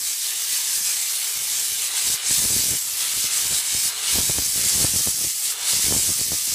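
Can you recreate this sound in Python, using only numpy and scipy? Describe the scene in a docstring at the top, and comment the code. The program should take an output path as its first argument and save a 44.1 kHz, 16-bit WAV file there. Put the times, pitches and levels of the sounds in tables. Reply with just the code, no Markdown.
"""Steam wand in a workshop

A steam wand is waved over a car wing, and its jet hisses: noise in many bands that swells and ducks.
Some narrow bands stand out in the steam, near echoes add faint ripples, and the walls add a dull tail.
Its draught buffets the microphone: random small pressure jumps swell in gusts, and bigger ones stand out.
A quiet room tone lies underneath; both channels are alike."""
import sys
import numpy as np
from scipy import signal
from scipy.fft import rfft, irfft
from scipy.io import wavfile
from scipy.ndimage import map_coordinates

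SR = 44100
rng = np.random.default_rng(int(sys.argv[2]) if len(sys.argv) > 2 else 0)


def to_wav(sig):
    """Store sig (one row per channel, or 1-D mono) as 16-bit WAV at the path in sys.argv[1].

    Samples outside -1..1 are clipped; the rate is SR.
    """
    pcm = np.clip(np.atleast_2d(sig), -1, 1) * 32767
    pcm = np.round(pcm).astype(np.int16)
    wavfile.write(sys.argv[1], SR, pcm.T)  # frames by channels


N = 288810

# Tone colour of the room's background noise: (f/Hz, relative level per Hz/dB)
ROOM_COLOUR = [(21, -42), (35, -27), (162, -14), (267, -10), (446, -11), (600, -18), (780, -29),
               (1320, -120)]
ROOM_TONE_DB = -66

# Walls: time for the echo to fade by 60 dB, and where its treble starts to fade
ECHO_FADE_S, WALL_CUT_HZ = 0.3, 2440
WALL_ECHO_DB = -12

# Changing draught on the microphone port beneath the gusts: (t/s, rumble level/dB)
DRAUGHT = [(0, -53), (0.18, -70), (0.45, -68), (0.85, -59), (1.07, -74), (1.28, -70), (1.38, -55),
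           (1.85, -59.5), (1.97, -62), (2.3, -50), (2.9, -60), (3.1, -52.5), (3.45, -56), (3.7, -57),
           (4.0, -55), (4.12, -45), (4.45, -48), (4.7, -41), (5.28, -48), (5.38, -68), (5.48, -54),
           (5.68, -57), (6.0, -48), (6.4, -53), (6.55, -46)]
# Gusts on the port: (start t/s, held t/s, rumble level/dB)
GUSTS = [(0.52, 0.018, -56), (0.68, 0.028, -57), (0.77, 0.046, -50), (0.97, .03, -57), (1.7, 0.027, -48),
         (2.07, 0.065, -42), (2.3, .03, -43), (2.39, .36, -37), (2.86, .02, -50), (3.172, .012, -45.5),
         (3.235, 0.022, -44), (3.447, .015, -45), (3.51, 0.068, -37), (3.745, 0.024, -40),
         (3.845, 0.026, -39.5), (4.14, .09, -35.5), (4.295, .015, -40), (4.355, 0.065, -36.5),
         (4.56, .13, -39), (4.74, .11, -35.5), (4.94, 0.064, -34), (5.06, 0.025, -37.5),
         (5.185, .09, -40.5), (5.73, 0.068, -39.5), (5.85, .14, -35), (6.045, 0.066, -36),
         (6.16, 0.051, -38.5), (6.285, 0.058, -37.5), (6.485, 0.025, -40)]
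GUST_RISE_DB_PER_S, GUST_FALL_DB_PER_S = 600, 600
# Pressure jumps that stand out, before the port leak:
# (t/s, peak level/dB, push +1 or pull -1, fade time constant/ms)
POPS = [(2.0999, -26, 1, 1.0), (2.3095, -20.5, 1, 2.2), (2.4508, -21, -1, 1.0), (2.456, -22.5, 1, 2.0),
        (2.5067, -22.5, 1, 1), (2.5653, -21, -1, 2.9), (2.638, -25, 1, 1.81), (2.728, -25, 1, 2.2),
        (2.737, -27, 1, 1.1), (3.176, -29, 1, 0.96), (3.243, -25.5, 1, 0.86), (3.2516, -29, 1, 0.6),
        (3.453, -32, 1, 1.1), (3.523, -23.5, 1, 0.39), (3.748, -22.5, 1, 1.8), (4.1454, -27, 1, 2),
        (4.1868, -14, 1, 1.3), (4.206, -22, -1, 0.69), (4.2969, -14, -1, 1.4), (4.301, -19, 1, 1.2),
        (4.385, -14, 1, 0.71), (4.3932, -23, -1, 1.1), (4.56, -26, 1, 0.67), (4.8032, -20, -1, 1.0),
        (4.8124, -18, 1, 1.4), (4.8267, -19, 1, 1.3), (4.844, -12, -1, 1.6), (4.8489, -13, 1, 0.94),
        (4.9487, -25, 1, 1.1), (4.9596, -19, 1, 1.7), (5.0731, -15, 1, 0.7), (5.084, -20.5, 1, 1.4),
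        (5.1876, -28, 1, 0.65), (5.248, -21.5, -1, 1.8), (5.733, -23, -1, 0.9), (5.883, -20, -1, 1.1),
        (5.909, -17, 1, 1.1), (5.918, -21, 1, 1.5), (5.9244, -11.5, -1, 0.71), (5.949, -18, 1, 0.84),
        (5.964, -16, 1, 1.7), (5.984, -24, -1, 1.2), (6.0923, -20, 1, 1.4), (6.213, -21, 1, 0.81),
        (6.3197, -16, 1, 0.94), (6.3325, -21, 1, 1.1)]
# Small eddies: number per second over all sizes, strength spread, fade time constants of three sizes
EDDIES_PER_S, EDDY_SPREAD_DB, EDDY_FADES_MS = 260, 3, (0.88, 1.23, 3.1)
RISE_SHARE = 0.13    # rise time constant of a jump, as a share of its fade
PORT_LEAK_HZ = 56.6

# Slow swell of the steam: (t/s, hiss level/dB, roar level/dB, body level/dB)
JET_SWELL = [(0.0, -27, -38.5, -51), (0.3, -27, -34.5, -49), (0.85, -23.5, -33.5, -48.5),
             (0.98, -26, -33.5, -50.5), (1.2, -26.5, -33.5, -47), (1.42, -27, -35, -49),
             (1.58, -24.5, -33, -47), (1.7, -26, -34, -50.5), (1.88, -25, -32.5, -45.5),
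             (2.13, -21.5, -31, -46), (2.45, -21, -31.5, -47.5), (2.73, -23, -33, -49.5),
             (3.05, -27.5, -34, -46.5), (3.2, -23, -31, -48), (3.45, -23, -31.5, -43),
             (3.72, -23.5, -32.5, -50), (3.88, -20.5, -30.5, -44.5), (4.18, -21.5, -31, -46),
             (4.5, -24, -35, -50.5), (4.62, -21, -31.5, -46.5), (4.81, -20, -30.5, -44),
             (4.9, -23.5, -33.5, -49.5), (5.09, -21.5, -34, -49.5), (5.5, -24.5, -35, -43.5),
             (5.76, -20.5, -30.5, -45.5), (6.05, -22.5, -33.5, -49.5), (6.55, -25, -36, -50)]
# Tone colour of the steam before its bands are levelled: (f/Hz, relative level per Hz/dB)
JET_COLOUR = [(210, -35), (350, -25), (430, -17.5), (565, -23.5), (750, -18), (1000, -15.5), (1400, -16),
              (2160, -12.5), (2680, -10), (4540, -3.5), (7800, 0), (10200, -2), (12200, -4), (15400, -7.5)]
# Borders between the four parts of the jet: body, roar, hiss and sizzle
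BODY_TOP_HZ, ROAR_TOP_HZ, SIZZLE_FROM_HZ = 1900, 4200, 10000
# Sizzle: level against the mean hiss, and share of the hiss's slow swing
SIZZLE_UNDER_DB, SIZZLE_FOLLOWS = -5, 0.62
# Narrow bands that stand out in the steam, the lower ones like the ripple of a floor echo:
# (f/Hz, width f/Hz, boost level/dB)
STANDOUT_BANDS = [(1208, 25, 7), (1340, 40, 4), (1593, 50, 6), (1696, 18, 6), (1778, 18, 6), (2031, 50, 3),
                  (2207, 30, 6), (2407, 27, 4), (2960, 43, 4), (5170, 50, 2), (6288, 80, 3), (7720, 700, 2),
                  (9400, 350, 3)]
# The nozzle flicks away, with the full depth in the hiss:
# (start t/s, held t/s, climb t/s, depth level/dB)
FLICKS = [(1.865, .02, 0.059, 6), (2.142, 0.036, 0.078, 11.5), (3.255, 0.0092, 0.032, 4.5),
          (3.59, 0.0087, .06, 4.5), (3.88, .025, 0.16, 12), (5.515, .02, 0.13, 9.5)]
FLICK_FALL_S, SIZZLE_LATE_S, SIZZLE_CLIMB_MORE_S = 0.031, 0.011, 0.032
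FLICK_ROAR_SHARE, FLICK_SIZZLE_SHARE, FLICK_DRAUGHT_SHARE = 0.37, 0.99, 0.8
FLICK_SWELL_DB, FLICK_SWELL_FADE_S = 2, 0.1    # roar and body swell as the treble climbs back
# The steam slackens (+) or surges (-) for a moment; hiss and sizzle take a share of the roar depth:
# (start t/s, held t/s, roar depth level/dB, body depth level/dB)
LULLS = [(0.035, .01, -3, 0), (0.13, 0.027, 3, 9), (0.21, .01, -2.5, -1), (0.475, 0.0087, -3, 0.5),
         (0.84, 0.0085, -2.5, -4.5), (2.02, .01, 0.5, -0.5), (2.74, 0.062, 4, 4), (2.86, 0.021, 2.5, 0),
         (2.97, 0.045, -4.5, -1), (3.5, 0.015, -1.5, -3.5), (5.1, 0.038, 4.5, 4), (5.22, .02, 0, 7),
         (5.3, 0.053, 5.5, 9), (5.42, .01, -1, 6.5), (5.99, 0.0085, 1, 0), (6.22, 0.014, 3, 10),
         (6.35, 0.072, 1.5, 3), (6.45, 0.018, -1.5, -0.5)]
LULL_FALL_S, LULL_RISE_S = 0.037, 0.067
LULL_HISS_SHARE, LULL_SIZZLE_SHARE = 0.78, 0.24
# Near echoes off wing and floor, sliding as the wand is waved:
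# (mean delay t/ms, sway t/ms, sway rate f/Hz, level/dB)
BOUNCES = [(1.301, 0.14, 1.48, -15), (5.201, 0.078, 1.77, -15)]

# Narrow dips in the microphone's treble: (f/Hz, width f/Hz, change level/dB)
MIC_DIPS = [(6900, 450, -2), (8900, 400, -2), (11400, 350, -4), (13480, 300, -6), (14550, 500, -4)]
MIC_LOW_HZ, MIC_TOP_HZ = 35.2, 15290


def from_db(db):
    """Turn decibels into a gain."""
    return 10 ** (np.asarray(db) / 20)


def rms_one(x):
    """Scale a sound so that its average strength (rms) is 1."""
    return x / np.sqrt(np.mean(x ** 2) + 1e-20)


def in_time(rows):
    """Draw straight lines between the table's rows: one curve over all samples for each column."""
    s, *columns = np.transpose(rows)
    return [np.interp(np.arange(N) / SR, s, column) for column in columns]


def drift(rate):
    """Wander at random around 0 with spread 1, about rate turns a second."""
    # Worked out at every 20th sample; the first 4000 values let the filter settle
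    r = np.exp(-np.pi * rate * 20 * 2 / SR)
    noise = rng.standard_normal(N // 20 + 4002)
    slow = signal.lfilter([1], [1, -2 * r, r * r], noise)[4000:]
    return np.interp(np.arange(N) / 20, np.arange(len(slow)), rms_one(slow))


def dips(s, fall_s, held_s, climb_s, db):
    """Add up brief losses in dB: each falls, is held, then climbs back."""
    t = np.arange(N) / SR
    total = np.zeros(N)
    for *times, depth in np.broadcast(s, fall_s, held_s, climb_s, db):
        total += np.interp(t, np.cumsum(times), [0, depth, depth, 0])
    return total


def coloured(spectrum):
    """Make steady noise whose strength at each pitch follows the table."""
    hz, db = np.transpose(spectrum)
    grid = np.arange(1, N // 2 + 2) * SR / N
    gain = from_db(np.interp(np.log(grid), np.log(hz), db))
    return irfft(rfft(rng.standard_normal(N)) * gain, N)


def band(x, low_hz, high_hz):
    """Keep mainly the sound between two frequencies."""
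    return signal.sosfilt(signal.butter(2, [low_hz, high_hz], "band", fs=SR, output="sos"), x)


def high_pass(x, hz):
    """Weaken the bass below a frequency."""
    return signal.sosfilt(signal.butter(2, hz, "high", fs=SR, output="sos"), x)


def boost(x, hz, width_hz, db):
    """Lift or dent a narrow band by adding or taking away what a resonator rings with."""
    r = np.exp(-np.pi * width_hz / SR)
    feed = (1 - r * r) / 2 * np.array([1, 0, -1])
    ring = [1, -2 * r * np.cos(2 * np.pi * hz / SR), r * r]
    return x + (from_db(db) - 1) * signal.lfilter(feed, ring, x)


def room_tone():
    """Steady coloured noise as the quiet background of the room."""
    return from_db(ROOM_TONE_DB) * rms_one(coloured(ROOM_COLOUR))


def wall_echoes(x, waves_per_s):
    """Dense dull echoes from walls and cars; the wand is waved between two spots with their own echoes."""
    t = np.arange(SR) / SR
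    fade = from_db(-60 * t / ECHO_FADE_S)
    tails = rng.standard_normal((2, SR)) * fade * (t > 0.008)    # the first echo needs time to return
    tails = signal.sosfilt(signal.butter(1, WALL_CUT_HZ, fs=SR, output="sos"), tails)
    spot = np.pi / 2 * drift(waves_per_s)
    sent = x * np.stack([np.cos(spot), np.sin(spot)])
    echoes = np.zeros(N)
    for part, tail in zip(sent, tails):
        echoes += signal.fftconvolve(part, tail / np.linalg.norm(tail))[:N]
    return echoes


def jump(clicks, fade_ms):
    """Turn clicks into pressure jumps: a quick rise, then the pressure bleeds away; height near 1."""
    t = np.arange(round(0.02 * SR)) / SR / (fade_ms / 1000)
    shape = np.exp(-t) - np.exp(-t / RISE_SHARE)
    return signal.fftconvolve(clicks, shape / shape.max())[:len(clicks)]


def draught_level():
    """Rumble level in dB: gusts rise out of the draught, hold and sink back; flicks take air away."""
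    t = np.arange(N) / SR
    level_db, = in_time(DRAUGHT)
    for s, held, db in GUSTS:
        before = GUST_RISE_DB_PER_S * np.maximum(s - t, 0)
        after = GUST_FALL_DB_PER_S * np.maximum(t - s - held, 0)
        level_db = np.maximum(level_db, db - before - after)
    s, held, climb, db = np.transpose(FLICKS)
    return level_db - FLICK_DRAUGHT_SHARE * dips(s, FLICK_FALL_S, held, climb, db)


def eddies():
    """Eddies of three sizes cross the port at random, each a small push or pull."""
    strength = from_db(EDDY_SPREAD_DB * np.minimum(rng.exponential(1, N), 3))
    pushes = strength * rng.choice([-1, 1], N)
    born = rng.random(N) < EDDIES_PER_S / SR
    size = rng.integers(0, 3, N)
    return sum(jump(pushes * born * (size == k), ms) for k, ms in enumerate(EDDY_FADES_MS))


def pops():
    """Bigger pressure jumps at set moments."""
    out = np.zeros(N)
    click = np.eye(1, 900)[0]    # a single 1, then silence
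    for s, db, push, ms in POPS:
        at = round(s * SR)
        out[at:at + 900] += push * from_db(db) * jump(click, ms)
    return out


def buffeting(lumpy_db):
    """Moving air presses on the port as eddies and pops; a leak drains the steady pressure."""
    rumble = rms_one(high_pass(eddies(), PORT_LEAK_HZ))
    level_db = draught_level() + lumpy_db * drift(6.1)
    return from_db(level_db) * rumble + high_pass(pops(), PORT_LEAK_HZ)


def bounced(x):
    """Direct sound plus near echoes; their sliding delays comb the hiss into faint moving ripples."""
    out = x.copy()
    for ms, sway_ms, rate, db in BOUNCES:
        read_at = np.arange(N) - (ms + sway_ms * drift(rate)) * SR / 1000
        out += from_db(db) * map_coordinates(x, [read_at], order=3)
    return out


def steam_levels():
    """Levels in dB of body, roar, hiss and sizzle: the slow swell, shaped by flicks and lulls."""
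    hiss_db, roar_db, body_db = in_time(JET_SWELL)
    mean_db = hiss_db.mean()
    sizzle_db = mean_db + SIZZLE_UNDER_DB + SIZZLE_FOLLOWS * (hiss_db - mean_db)

    s, held, climb, db = np.transpose(FLICKS)
    flick = dips(s, FLICK_FALL_S, held, climb, db)
    late_flick = dips(s + SIZZLE_LATE_S, FLICK_FALL_S, held, climb + SIZZLE_CLIMB_MORE_S, db)
    # The same curve shape, added instead of taken away, makes a swell
    swell = dips(s + FLICK_FALL_S, climb, held, FLICK_SWELL_FADE_S, FLICK_SWELL_DB)

    s, held, db, body_depth_db = np.transpose(LULLS)
    lull = dips(s, LULL_FALL_S, held, LULL_RISE_S, db)
    body_lull = dips(s, LULL_FALL_S, held, LULL_RISE_S, body_depth_db)
    return (body_db + swell - body_lull,
            roar_db + swell - lull - FLICK_ROAR_SHARE * flick,
            hiss_db - flick - LULL_HISS_SHARE * lull,
            sizzle_db - FLICK_SIZZLE_SHARE * late_flick - LULL_SIZZLE_SHARE * lull)


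def jet(sputter_db, spit_db, patchy_db):
    """Rushing steam as bands of noise; wet steam makes all sputter together, and each flickers alone."""
    noise = [coloured(JET_COLOUR), coloured(JET_COLOUR)]    # neighbouring bands get unrelated noise
    sputter = sputter_db * drift(15.5) + spit_db * drift(260)
    parts = np.zeros((4, N))
    edges = np.geomspace(300, 16500, num=19)    # bands about a third of an octave wide
    for k, (low, high) in enumerate(zip(edges, edges[1:])):
        middle = np.sqrt(low * high)
        part = np.searchsorted([BODY_TOP_HZ, ROAR_TOP_HZ, SIZZLE_FROM_HZ], middle)
        flicker = from_db(sputter + patchy_db * drift(8.1))
        parts[part] += band(noise[k % 2], low, high) * flicker
    steam = sum(from_db(db) * rms_one(part) for part, db in zip(parts, steam_levels()))
    for hz, width_hz, db in STANDOUT_BANDS:
        steam = boost(steam, hz, width_hz, db)
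    return steam


def scene():
    """Add room tone, wall echoes, draught and jet, alike in both channels."""
    steam = bounced(jet(sputter_db=0.5, spit_db=1.02, patchy_db=1.0))
    echoes = from_db(WALL_ECHO_DB) * wall_echoes(steam, waves_per_s=1.34)
    mono = room_tone() + echoes + buffeting(lumpy_db=1.5) + steam
    return np.stack([mono, mono])


def record(dry):
    """The microphone loses the deepest bass and dips in the treble; the very top is cut steeply."""
    out = high_pass(dry, MIC_LOW_HZ)
    for hz, width_hz, db in MIC_DIPS:
        out = boost(out, hz, width_hz, db)
    return signal.sosfilt(signal.ellip(14, 0.5, 80, MIC_TOP_HZ, fs=SR, output="sos"), out)


dry = scene()
out = record(dry)
to_wav(out)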